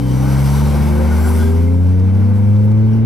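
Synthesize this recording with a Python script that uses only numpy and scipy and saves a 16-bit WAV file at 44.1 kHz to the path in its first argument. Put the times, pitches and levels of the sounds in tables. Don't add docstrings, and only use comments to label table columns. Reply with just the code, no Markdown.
import sys
import numpy as np
from scipy import signal
from scipy.fft import rfft, irfft, next_fast_len
from scipy.io import wavfile
from scipy.ndimage import uniform_filter1d, minimum_filter1d, map_coordinates

SR = 44100
rng = np.random.default_rng(int(sys.argv[2]) if len(sys.argv) > 2 else 0)


def voltage_ratio(level):
    return 10 ** (np.asarray(level, float) / 20)


def master_out(mix):
    frames = np.transpose(np.atleast_2d(mix))
    ceiling = np.clip(frames, -1, 1)
    pcm = np.round(ceiling * 32767).astype(np.int16)
    wavfile.write(sys.argv[1], SR, pcm)


N = 134505
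T_S = np.arange(N) / SR
LEFT_RIGHT = np.array([[.5], [-.5]])

# (time [s], stone hiss [dB], tyre roar [dB])
ROAD_LEVELS = [(0.04, -48, -38.5), (0.05, -48, -38.5), (0.34, -40, -29), (0.41, -38.5, -29.5),
               (0.6, -39.5, -30.5), (1.03, -44, -29.5), (1.23, -42.5, -31), (1.34, -43, -31.5),
               (1.35, -41, -32), (1.8, -55.5, -41.5), (2.31, -56.5, -38), (2.52, -56.5, -42),
               (2.77, -59.5, -41), (2.95, -59.5, -41.5), (3.0, -63.5, -43)]
# (frequency [Hz], density [dB/Hz])
HISS_SPECTRUM = [(1470, -30), (2500, -3), (5010, -1.5), (5920, -2), (6640, -4), (10600, -4), (14200, -8),
                 (15500, -15)]
ROAR_SPECTRUM = [(180, -18), (300, -4.5), (404, -5), (439, -1), (929, -6.5), (1720, -15), (2250, -18),
                 (3500, -39.5), (4550, -43.5), (7700, -120)]
RUMBLE_SPECTRUM = [(15, 2), (32, 0), (60, 1), (200, 2.5), (500, -7.5), (1200, -39), (2500, -32.5),
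                   (7000, -47)]
BRUSH_SPECTRUM = [(4000, -18), (6000, -5), (8000, -0.5), (12500, -2.5), (15000, -7)]
# (centre [Hz], width [Hz], gain [dB])
CABIN_PEAKS = [(900, 140, 4), (1530, 170, 4), (2230, 250, 4), (3030, 200, 2.5), (5920, 180, 5),
               (670, 80, -4), (1740, 160, -6), (6800, 600, -6)]
# (frequency [Hz], correlation [-])
LIKENESS = [(60, 0.44), (250, 0.82), (640, 0.87), (1400, 0.74), (3100, 0.74), (6800, 0.87), (15000, 0.94)]
# (frequency [Hz], left over right [dB])
NOISE_LEAN = [(60, -3.5), (500, 4), (1000, 2.3), (2000, 2), (4000, 3), (12000, -0.5)]
# (start [s], length [s], pitch [Hz], level [dB])
BUZZES = [(-.15, .4, 3070, -52), (1.04, .2, 1460, -39), (1.225, .1, 1460, -32), (1.12, .28, 1580, -37),
          (1.34, .24, 1590, -39), (1.34, .12, 1460, -38), (1.29, .13, 9100, -48), (1.29, .12, 12200, -50),
          (1.12, .16, 12200, -52), (1.3, .12, 8000, -50), (1.25, .16, 10700, -51), (1.38, .1, 9600, -51),
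          (2.929, .018, 5680, -52), (2.944, .011, 5600, -56), (1.35, .16, 3390, -47),
          (1.64, .08, 2100, -47), (-.1, .95, 5950, -48), (.22, .13, 1500, -44), (.18, .09, 780, -38),
          (.88, .24, 527, -31), (2.76, .26, 438, -35)]
# (centre time [s], level [dB], centre [Hz], length [s])
TICKS = [
    (1.75, -53, 4000, .024),
    (1.997, -49, 4500, .022),
    (2.15, -55, 5000, .02),
    (2.37, -55, 9500, .11),
    (2.565, -51, 4200, .016),
    (2.65, -53, 11500, .045),
    (2.717, -51, 4500, .014),
    (2.72, -56, 12000, .02),
    (1.28, -42, 11000, .045),
    (1.395, -41, 1100, .02),
]
# (time [s], pitch [Hz])
TREAD_PITCH = [(0, 141), (.25, 146), (.5, 154), (.75, 166), (.95, 177), (1.14, 185), (1.52, 199.5),
               (1.71, 207), (1.9, 215), (2.09, 224), (2.28, 228.5), (2.56, 226)]
# (time [s], first [dB], second [dB], third [dB])
TREAD_PARTIALS = [(0, -52, -23.5, -54), (.25, -54, -25.5, -61), (.45, -42, -36.5, -44),
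                  (.7, -33, -36, -37.5), (.95, -25, -28, -58), (1.2, -24.5, -33, -54),
                  (1.5, -31.5, -23, -58), (1.75, -27.5, -32.5, -72), (1.95, -36, -54, -49),
                  (2.1, -24, -57.5, -52), (2.4, -24, -55, -54.5), (2.56, -34.5, -53, -64)]
# (frequency [Hz], gain [dB])
CABIN_RESPONSE = [(30, -2.5), (62, -15), (69, -7.5), (76, -3.5), (84, -1.5), (106, -0.5), (125, -8), (137, -1),
                  (146, -7), (159, -25.5), (167, -16), (192, -11.5), (211, -9), (240, -7.5), (250, -13.5),
         (263, -8.5),
                  (283, -18), (294, -20), (306, -24), (319, -20), (335, -20), (360, -20), (395, -24),
                  (425, -19), (448, -19), (465, -13), (490, -15), (525, -13), (543, -16), (560, -31)]
# (frequency [Hz], left over right [dB])
ENGINE_LEAN = [(70, 1.5), (140, 1.6), (155, 3.5), (185, 0.5), (225, -2.5), (270, -0.5), (320, 2), (500, -2)]
# (time [s], firing rate [Hz])
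FIRING_RATE = [(0, 62.6), (.1, 63.9), (.4, 68.6), (.55, 70.8), (1, 75.4), (1.15, 77.5), (1.45, 82.8),
               (1.9, 91.3), (2.2, 97.5), (2.5, 102.9), (3.05, 112.7)]
# (multiple of firing rate [-], level [dB])
FIRING_ORDERS = [(1, -10), (2, -10), (3, -13), (4, -20), (5, -21.5), (6, -22), (7, -25.5), (8, -25),
                 (9, -41)]
# (multiple of firing rate [-], level [dB])
UNEVEN_ORDERS = [(.5, -48), (.75, -31.5), (1.25, -36.5), (1.5, -41.5), (1.75, -39.5), (2.5, -40),
                 (2.75, -38), (3.5, -34), (3.75, -32)]
PATH_PHASE = {2: (2.2, -.3), 3: (2.4, 4.7), 4: (2.4, 2.1)}
# (multiple [-], start [s], length [s], level [dB])
DRIVELINE = (2.75, 1.08, .8, -26)
# (frequency [Hz], left lead [rad])
LEFT_LEAD = [(40, 0.33), (110, 0.65), (200, 0.77), (430, 1.28), (780, 0.48), (1120, 0.2), (1900, .01),
             (15000, .01)]


def unit(x):
    return x / np.sqrt(np.mean(x ** 2) + 1e-20)


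def along(points, hz):
    f, v = np.transpose(points)
    return np.interp(np.log(hz + 1), np.log(f + 1), v)


def curves(rows):
    s, *cols = np.transpose(rows)
    return [np.interp(T_S, s, c) for c in cols]


def wobble(rate_hz):
    knots = rng.standard_normal(int(N * rate_hz / SR) + 4)
    return map_coordinates(knots, [np.arange(N) * rate_hz / SR])


def swell(start_s, length_s):
    return np.sin(np.pi * np.clip((T_S - start_s) / length_s, 0, 1)) ** 2


def filtered(x, response):
    m = next_fast_len(N + SR // 2)
    return irfft(rfft(x, m) * response(np.fft.rfftfreq(m, 1 / SR)), m)[..., :N]


def resonance(hz, centre_hz, width_hz):
    return 1 / (1 + (2 * (hz - centre_hz) / width_hz) ** 2)


def coloured(spectrum):
    shut = [(spectrum[0][0] / 2, -60)] + list(spectrum) + [(spectrum[-1][0] * 2, -90)]

    def gain(hz):
        peaks_db = sum(db * resonance(hz, c, w) for c, w, db in CABIN_PEAKS)
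        return voltage_ratio(along(shut, hz) + peaks_db)
    return gain


def random_field(shape, bins, frames):
    rough = uniform_filter1d(rng.standard_normal(shape), bins, axis=0)
    return unit(uniform_filter1d(rough, frames, axis=1))


def rush(gain, patchy_db, streaky_db=0):
    z = signal.stft(rng.standard_normal((2, N)), nperseg=512)[2]
    patches_db = patchy_db * random_field(z.shape[1:], 5, 10)
    streaks_db = streaky_db * random_field(z.shape[1:], 2, 20)
    pair = signal.istft(z * voltage_ratio(patches_db + streaks_db), nperseg=512)[1][:, :N]

    def mid_side(hz):
        angle = np.arccos(np.clip(along(LIKENESS, hz), -1, 1)) / 2
        return gain(hz) * np.array([np.cos(angle), np.sin(angle)])

    mid, side = filtered(pair, mid_side)
    stereo = np.array([mid + side, mid - side])
    return unit(filtered(stereo, lambda hz: voltage_ratio(along(NOISE_LEAN, hz) * LEFT_RIGHT)))


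def road():
    hiss_db, roar_db = curves(ROAD_LEVELS)
    shared_db = .55 * wobble(13)
    hiss_db = hiss_db + 3 + shared_db + .78 * wobble(40.8)
    roar_db = roar_db + 2.5 + shared_db
    rumble_db = -28 + .37 * wobble(2.8)
    hiss = voltage_ratio(hiss_db) * rush(coloured(HISS_SPECTRUM), patchy_db=0, streaky_db=1.5)
    roar = voltage_ratio(roar_db) * rush(coloured(ROAR_SPECTRUM), patchy_db=1, streaky_db=.3)
    rumble = voltage_ratio(rumble_db) * rush(coloured(RUMBLE_SPECTRUM), patchy_db=1.84, streaky_db=2.3)
    return hiss + roar + rumble


def brush():
    level = voltage_ratio(-39.5 + wobble(34)) * swell(start_s=1.02, length_s=.6)
    return level * rush(coloured(BRUSH_SPECTRUM), patchy_db=1, streaky_db=6.5)


def buzz(hz):
    core_hz, width_share = 750, .045
    in_phase = core_hz / hz + wobble(width_share * hz)
    quadrature = wobble(width_share * hz)
    angle = 2 * np.pi * hz * T_S
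    return unit(in_phase * np.sin(angle) + quadrature * np.cos(angle))


def trim():
    buzzes = sum(voltage_ratio(db) * swell(s, length) * buzz(hz) for s, length, hz, db in BUZZES)
    out = buzzes * voltage_ratio(1.6 * LEFT_RIGHT)
    air = rush(np.ones_like, patchy_db=0)
    for s, db, centre_hz, length in TICKS:
        tick = unit(filtered(air, lambda hz: resonance(hz, centre_hz, width_hz=centre_hz)))
        out = out + voltage_ratio(db) * swell(s - length / 2, length) * tick
    return out


def tread():
    fade_s, lean_db = .078, 3.5
    turn = 2 * np.pi * np.cumsum(curves(TREAD_PITCH)[0]) / SR
    hum = np.zeros(N)
    for k, db in enumerate(curves(TREAD_PARTIALS), start=1):
        hum += voltage_ratio(db + 1.5 * wobble(11)) * np.sin(k * turn + .3 * wobble(12))
    on = np.clip((TREAD_PITCH[-1][0] - T_S) / fade_s, 0, 1)
    return np.sqrt(2) * hum * on * voltage_ratio(lean_db * LEFT_RIGHT)


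def cabin(hz):
    level_db = uniform_filter1d(along(CABIN_RESPONSE, hz), size=31)
    mirrored_db = np.r_[level_db, level_db[::-1]]
    lag = np.imag(signal.hilbert(mirrored_db))[:len(hz)] * np.log(10) / 20
    return voltage_ratio(level_db + along(ENGINE_LEAN, hz) * LEFT_RIGHT) * np.exp(-1j * lag)


def driveline(turn):
    k, start_s, length_s, db = DRIVELINE
    level = voltage_ratio(db + 1.7 * wobble(11.64)) * swell(start_s, length_s)
    return np.sqrt(2) * level * np.sin(k * turn + .34 * wobble(9.33))


def engine():
    crank_rad, handover_hz = .4, (72, 82)
    shake_db, shake_rad = .4, .045
    rate_hz, = curves(FIRING_RATE)
    turn = 2 * np.pi * np.cumsum(rate_hz) / SR + crank_rad
    steps_per_hz = 10
    gain = cabin(np.arange(12000) / steps_per_hz)
    out = np.zeros((2, N))
    for k, db in FIRING_ORDERS + UNEVEN_ORDERS:
        rough = min(k, 3) if k % 1 == 0 else 5
        level = voltage_ratio(db + shake_db * rough * wobble(7.5))
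        path_rad = np.interp(rate_hz, handover_hz, PATH_PHASE.get(k, (0, 0)))
        phase = k * turn - np.pi / 2 + path_rad + shake_rad * rough * wobble(14)
        heard = gain[:, np.round(steps_per_hz * k * rate_hz).astype(int)]
        out += np.sqrt(2) * np.real(level * np.exp(1j * phase) * heard)
    return out + driveline(turn)


def scene():
    return road() + brush() + trim() + tread() + engine()


def top_cut(x):
    return signal.sosfilt(signal.butter(12, 15640, fs=SR, output="sos"), x)


def record(dry):
    ceiling_db, hold_s = -3.8, .03
    x = filtered(dry, lambda hz: np.exp(1j * along(LEFT_LEAD, hz) * LEFT_RIGHT))
    need = np.minimum(1, voltage_ratio(ceiling_db) / (np.abs(x).max(0) + 1e-9))
    hold = int(hold_s * SR)
    limit = uniform_filter1d(minimum_filter1d(need, hold), hold // 2)
    return top_cut(x * limit)


dry = scene()
out = record(dry)
master_out(out)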